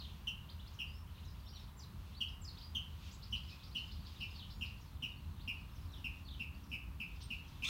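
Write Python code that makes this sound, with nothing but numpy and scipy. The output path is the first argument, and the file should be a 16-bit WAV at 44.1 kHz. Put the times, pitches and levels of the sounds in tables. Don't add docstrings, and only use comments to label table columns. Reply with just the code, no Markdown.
import sys
import numpy as np
from scipy import signal
from scipy.fft import rfft, irfft, next_fast_len
from scipy.io import wavfile
from scipy.ndimage import map_coordinates

SR = 44100
rng = np.random.default_rng(int(sys.argv[2]) if len(sys.argv) > 2 else 0)


def log_audio(samples):
    frames = np.atleast_2d(samples).T
    limited = np.clip(frames, -1, 1)
    pcm = np.round(limited * 32767).astype(np.int16)
    wavfile.write(sys.argv[1], SR, pcm)


N = 339129

# frequency in Hz, relative spectral density in dB.
RUMBLE_SPECTRUM = [(20, -40), (31, -24), (40, -8), (52, -2.5), (64, -2), (80, 0.5), (100, -9), (140, -12.5),
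                   (210, -17.5), (270, -35), (400, -38), (900, -60)]
AIR_SPECTRUM = [(150, 5.5), (350, -5), (520, -5.5), (760, -4.5), (980, 1.5), (1250, -2), (1550, -6.5),
                (2100, -9.5), (4000, -14.5), (7000, -21.5), (10500, -20), (12000, -17.5), (15500, -16)]
CHORUS_SPECTRUM = [(1800, -12.5), (2700, 3.5), (3800, 0.5), (5400, -6.5), (6500, -9.5), (9000, -22)]
# time in seconds, level in dB.
RUMBLE_LEVELS = [(0, -49.5), (1.3, -50.5), (3, -50.5), (4.4, -49.5), (7.69, -49)]
CHORUS_LEVELS = [(0, -66), (.45, -72), (1.1, -70), (1.75, -73.5), (3, -69), (4.25, -65), (4.8, -72),
                 (7, -73.5), (7.3, -68.5), (7.69, -70)]
# frequency in Hz, relative level in dB.
HUM_TONES = [(277.3, 2.5), (345, -6)]
# frequency in Hz, seconds to decay by 60 dB.
TREE_DECAY = [(200, 0.13), (1000, 0.7), (2800, 0.4), (6000, 0.25), (14000, 0.23)]

# start in seconds, length in seconds, middle pitch in Hz, level in dB.
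FALLING_NOTES = [(0, 0.016, 4170, -47), (.038, 0.021, 3480, -50), (.735, 0.023, 5900, -65),
                 (1.248, 0.02, 5900, -64), (1.54, 0.044, 4000, -57.5), (3.133, 0.023, 4300, -60),
                 (4.803, .03, 6100, -66), (5.748, 0.03, 5700, -69), (6.335, .022, 3400, -55)]
RISING_NOTES = [(.02, .018, 3610, -53), (.095, .025, 3620, -63), (.489, 0.021, 4100, -56.5),
                (.589, 0.025, 3370, -57), (.661, 0.023, 4130, -56.5), (1.178, .022, 3300, -59.5),
                (1.459, .04, 4100, -60), (2.125, .04, 3500, -61), (2.281, 0.016, 4950, -56.5),
                (2.57, .026, 4410, -55), (2.607, .026, 4250, -57), (3.107, 0.024, 5770, -60),
                (5.392, 0.033, 3850, -59.5)]
LEVEL_NOTES = [(.865, 0.048, 4800, -65), (.925, 0.079, 5330, -66), (1.442, 0.16, 5600, -66),
               (2.165, 0.029, 4520, -56), (2.632, 0.027, 4810, -55.5), (3.5, 0.058, 2527, -59.5),
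               (4.52, 0.156, 6980, -75.5), (7.227, 0.021, 8600, -60)]
FALL, RISE, LEVEL = (1.19, .86), (.72, 1.24), (.95, 1.01)

# start in seconds, level in dB, cavity frequency in Hz, swell time in seconds.
CLACK_EVENTS = [(0.27, -40.5, 2983, 0.0051), (0.789, -42.5, 2876, 0.018), (2.205, -38.5, 3000, 0.0057),
                (2.748, -40.5, 3125, .003), (3.324, -40.5, 2978, 0.0046), (3.748, -40.5, 2930, 0.0083),
                (4.204, -44.5, 2805, 0.027), (4.61, -43.5, 2815, 0.031), (5.023, -41.5, 2860, .014),
                (5.476, -41, 2740, 0.0056), (6.041, -43, 2742, 0.007), (6.395, -45, 2700, .017),
                (6.716, -43.5, 2674, 0.036), (6.998, -44.5, 2676, 0.011), (7.302, -44, 2730, 0.0099),
                (7.622, -41, 2630, .016)]
# multiple of the lowest frequency, bandwidth in Hz, relative level in dB.
CAVITY_MODES = [(1, 510, -0.5), (1.932, 710, -24), (2.8, 1200, -41.5), (3.703, 750, -36), (5.2, 2210, -29)]
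# frequency in Hz, relative spectral density in dB.
RASP_SPECTRUM = [(300, -12), (1100, -4), (1900, -11), (4200, 5), (7000, 0), (10000, 1), (15000, -10)]

# start in seconds, end in seconds, level in dB.
TWITTER_BOUTS = [(1.06, 1.68, -66), (3.297, 4.452, -63), (4.75, 6.0, -70), (6.536, 6.72, -70),
                 (7.147, 7.6, -67.5)]
# start in seconds, note spacing in seconds, upper and lower pitch in Hz, base level in dB.
TUMBLE_PHRASES = [(1.768, 0.024, 7530, 4340, -54.5), (2.414, 0.028, 7600, 4320, -51),
                  (4.37, 0.018, 4430, 3245, -51.5), (5.905, 0.027, 3980, 3210, -56),
                  (6.25, 0.026, 4430, 3460, -52.5)]
# length in seconds, share of the way from upper to lower pitch,
# start and end pitch over middle pitch, stress in dB.
TUMBLE_PATTERN = [(.03, 0.052, 1.03, 0.92, -9), (0.0218, .65, 1.26, 0.89, 0.5), (0.035, 1, 1.22, .87, -2)]
# start and length in seconds, centre and bandwidth in Hz, level in dB.
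HOARSE_NOTES = [(3.117, 0.047, 7140, 1380, -64.5), (7.2, 0.044, 4400, 2850, -55.5)]

# time in seconds, pitch in Hz, relative level in dB.
SQUEAK_CONTOUR = [(7.632, 1033, -59), (7.645, 1052, -39.5), (7.655, 1163, -36), (7.666, 1230, -45),
                  (7.672, 1273, -37), (7.679, 1345, -38), (7.69, 1350, -33.5)]
# frequency in Hz, relative level in dB.
SQUEAK_SPECTRUM = [(1100, -16.5), (2300, -7), (3500, 6), (4800, -11), (6400, -3.5), (7500, -18),
                   (9000, -13), (11000, -30), (15000, -22)]


def amp(db):
    return 10 ** (np.asarray(db) / 20)


def unit(x):
    return x / np.sqrt(np.mean(np.abs(x) ** 2) + 1e-20)


def along(points, hz):
    frequencies, values = np.transpose(points)
    return np.interp(np.log(hz + 1), np.log(frequencies + 1), values)


def curves(rows):
    times, *columns = np.transpose(rows)
    return [np.interp(np.arange(N) / SR, times, column) for column in columns]


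def wobble(rate, size):
    knots = rng.standard_normal(int(size * rate / SR) + 4)
    return map_coordinates(knots, [np.arange(size) * rate / SR])


def noise(spectrum, size):
    gain = amp(along(spectrum, np.fft.rfftfreq(size, 1 / SR)))
    return unit(irfft(rfft(rng.standard_normal(size)) * gain, size))


def phase_of(hz):
    return 2 * np.pi * np.cumsum(hz) / SR


def resonance(hz, width_hz, pure):
    kicks = rng.standard_normal((2, len(hz) + 1024))
    lowpass = signal.butter(4, width_hz / 2, fs=SR, output='sos')
    in_phase, quadrature = unit(signal.sosfilt(lowpass, kicks)[:, -len(hz):])
    phase = phase_of(hz)
    return unit((in_phase + pure) * np.cos(phase) + quadrature * np.sin(phase))


def add(track, start_s, sound):
    start = max(round(start_s * SR), 0)
    track[start:start + len(sound)] += sound[:max(N - start, 0)]


def tree_echo(direct, wet_db, build_s=0.0029):
    hz, t, spectra = signal.stft(rng.standard_normal(SR // 2), SR, nperseg=256)
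    decay = amp(-60 * t / along(TREE_DECAY, hz)[:, None])
    tail = signal.istft(spectra * decay * (1 - np.exp(-t / build_s)), SR, nperseg=256)[1]
    response = amp(wet_db) * tail / np.linalg.norm(tail)
    response[0] += 1
    return signal.fftconvolve(direct, response)


def ambience(drone_db=-77, air_db=-63, hum_db=-80, hum_db_per_s=1.51):
    rumble = amp(curves(RUMBLE_LEVELS)[0] + 0.84 * wobble(8, N)) * noise(RUMBLE_SPECTRUM, N)
    drone = amp(drone_db) * noise([(100, -14), (230, -2.5), (350, -3), (700, -27), (2000, -69)], N)
    air = amp(air_db + 0.36 * wobble(2.68, N)) * noise(AIR_SPECTRUM, N)
    chorus = amp(curves(CHORUS_LEVELS)[0] + 2.7 * wobble(12, N)) * noise(CHORUS_SPECTRUM, N)
    hum = sum(amp(db + 1.5 * wobble(3, N)) * np.sin(phase_of(hz * (1 + .004 * wobble(4, N))))
              for hz, db in HUM_TONES)
    hum_gain = amp(hum_db + hum_db_per_s * np.arange(N) / SR)
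    return rumble + drone + air + chorus + hum_gain * hum


def glide(hz, shape):
    return hz * np.array([shape[0], 1, shape[1]])


def whistle(length_s, glide_hz, db, branch_gain=0.24):
    progress = np.linspace(0, 1, int(length_s * SR))
    size = len(progress)
    hz = np.polyval(np.polyfit([0, .5, 1], glide_hz, 2), progress)
    hz = hz + (25 + .085 * np.ptp(hz)) * wobble(600, size)
    envelope = np.abs(np.sin(np.pi * progress)) ** .5 * amp(db + 2.85 * wobble(240, size))
    note = envelope * np.sin(phase_of(hz))
    delay = int(SR * rng.uniform(.012, .03))
    pair = np.pad(note, (0, delay)) + branch_gain * np.pad(note, (delay, 0))
    return tree_echo(pair, wet_db=-3, build_s=.006)


def calls():
    track = np.zeros(N)
    for notes, shape in (RISING_NOTES, RISE), (FALLING_NOTES, FALL), (LEVEL_NOTES, LEVEL):
        for start, length, hz, db in notes:
            add(track, start, whistle(length, glide(hz, shape), db))
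    for start, *note in HOARSE_NOTES:
        add(track, start, buzz(*note))
    return track


def clack(cavity_hz, length_s, swell_s, knock_db, sink=0.0792,
          rasp_db=-26, rasp_t60_s=0.35, knock_hz=230, knock_s=0.005):
    t = np.arange(SR // 6) / SR
    onset = np.sin(np.pi / 2 * np.minimum(t / .0015, 1)) ** 2
    burst = onset * (1 - 0.86 * np.exp(-t / swell_s)) * np.exp(-(t / length_s) ** 3)
    shift = sink * (.4 - np.minimum(t / length_s, 1.3))
    ring = burst * sum(amp(db) * resonance(cavity_hz * (ratio + shift), width, pure=.9 / ratio ** 2)
                       for ratio, width, db in CAVITY_MODES)
    ring = ring / np.sqrt(np.sum(ring ** 2) / (length_s * SR))
    crackle = unit(amp(3.3 * wobble(900, len(t))) * noise(RASP_SPECTRUM, len(t)))
    rasp = amp(rasp_db - 60 * t / rasp_t60_s) * onset * crackle
    knock_envelope = (t / (2 * knock_s)) ** 2 * np.exp(2 - t / knock_s)
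    knock = knock_envelope * np.sin(2 * np.pi * knock_hz * rng.uniform(.94, 1.06) * t)
    return ring + rasp + amp(knock_db) * knock


def clacks(usual_s=0.0401, usual_db=-42.5, shortening_per_db=0.0347, knock_db=-53.5, knock_db_per_s=0.47):
    track = np.zeros(N)
    for start, db, cavity_hz, swell_s in CLACK_EVENTS:
        length_s = usual_s * np.exp(-shortening_per_db * (db - usual_db))
        relative_knock_db = knock_db + knock_db_per_s * start - db
        direct = clack(cavity_hz, length_s, swell_s, relative_knock_db)
        add(track, start, amp(db) * tree_echo(direct, wet_db=-6, build_s=0.0027))
    return track


def twitter(spacing_s=.04):
    track = np.zeros(N)
    for start, end, db in TWITTER_BOUTS:
        for beat in np.arange(start, end, spacing_s):
            late, length, pitch_hz, slope = rng.uniform([0, .014, 2800, -.28], [.03, .032, 5000, .24])
            glide_hz = pitch_hz * np.array([1 - slope, 1.1, 1 + slope])
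            add(track, beat + late, whistle(length, glide_hz, db))
    return track


def tumbles():
    track = np.zeros(N)
    for start, spacing, upper_hz, lower_hz, db in TUMBLE_PHRASES:
        for k, (length, share, *shape, stress_db) in enumerate(TUMBLE_PATTERN):
            hz = upper_hz * (lower_hz / upper_hz) ** share
            add(track, start + k * spacing, whistle(length, glide(hz, shape), db + stress_db))
    return track


def buzz(length_s, hz, width_hz, db):
    swell = np.hanning(int(length_s * SR))
    band = resonance(np.full(len(swell), hz), width_hz, pure=0)
    return tree_echo(amp(db) * swell * band, wet_db=-1)


def song(start_s=3.216, spacing_s=.133, slowing_s=.001, note_s=.035, hz=4420):
    track = np.zeros(N)
    for k in range(11):
        onset_s = start_s + k * (spacing_s + k * slowing_s)
        add(track, onset_s, whistle(note_s, glide(hz, RISE), db=-59))
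        add(track, onset_s, buzz(note_s, hz, width_hz=1700, db=-61.5))
    return track


def squeak(roughness=0.42, gain_db=-7):
    start = SQUEAK_CONTOUR[0][0]
    pitch_hz, db = (curve[int(start * SR):] for curve in curves(SQUEAK_CONTOUR))
    size = len(db)
    phase = phase_of(pitch_hz * (1 + .015 * wobble(500, size)))
    voice = sum(amp(along(SQUEAK_SPECTRUM, k * pitch_hz) + 3 * wobble(150, size)) * np.sin(k * phase)
                for k in range(1, 12))
    rough_voice = unit(voice) + roughness * noise(SQUEAK_SPECTRUM, size)
    track = np.zeros(N)
    add(track, start, tree_echo(amp(db + gain_db) * rough_voice, wet_db=-0.5))
    return track


def scene():
    return (clacks() + squeak() + calls() + song() + tumbles() + twitter() + ambience())[None]


def record(dry, cutoff_hz=15850):
    size = next_fast_len(N + SR // 2)
    passband = np.fft.rfftfreq(size, 1 / SR) < cutoff_hz
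    return irfft(rfft(dry, size) * passband, size)[:, :N]


dry = scene()
out = record(dry)
log_audio(out)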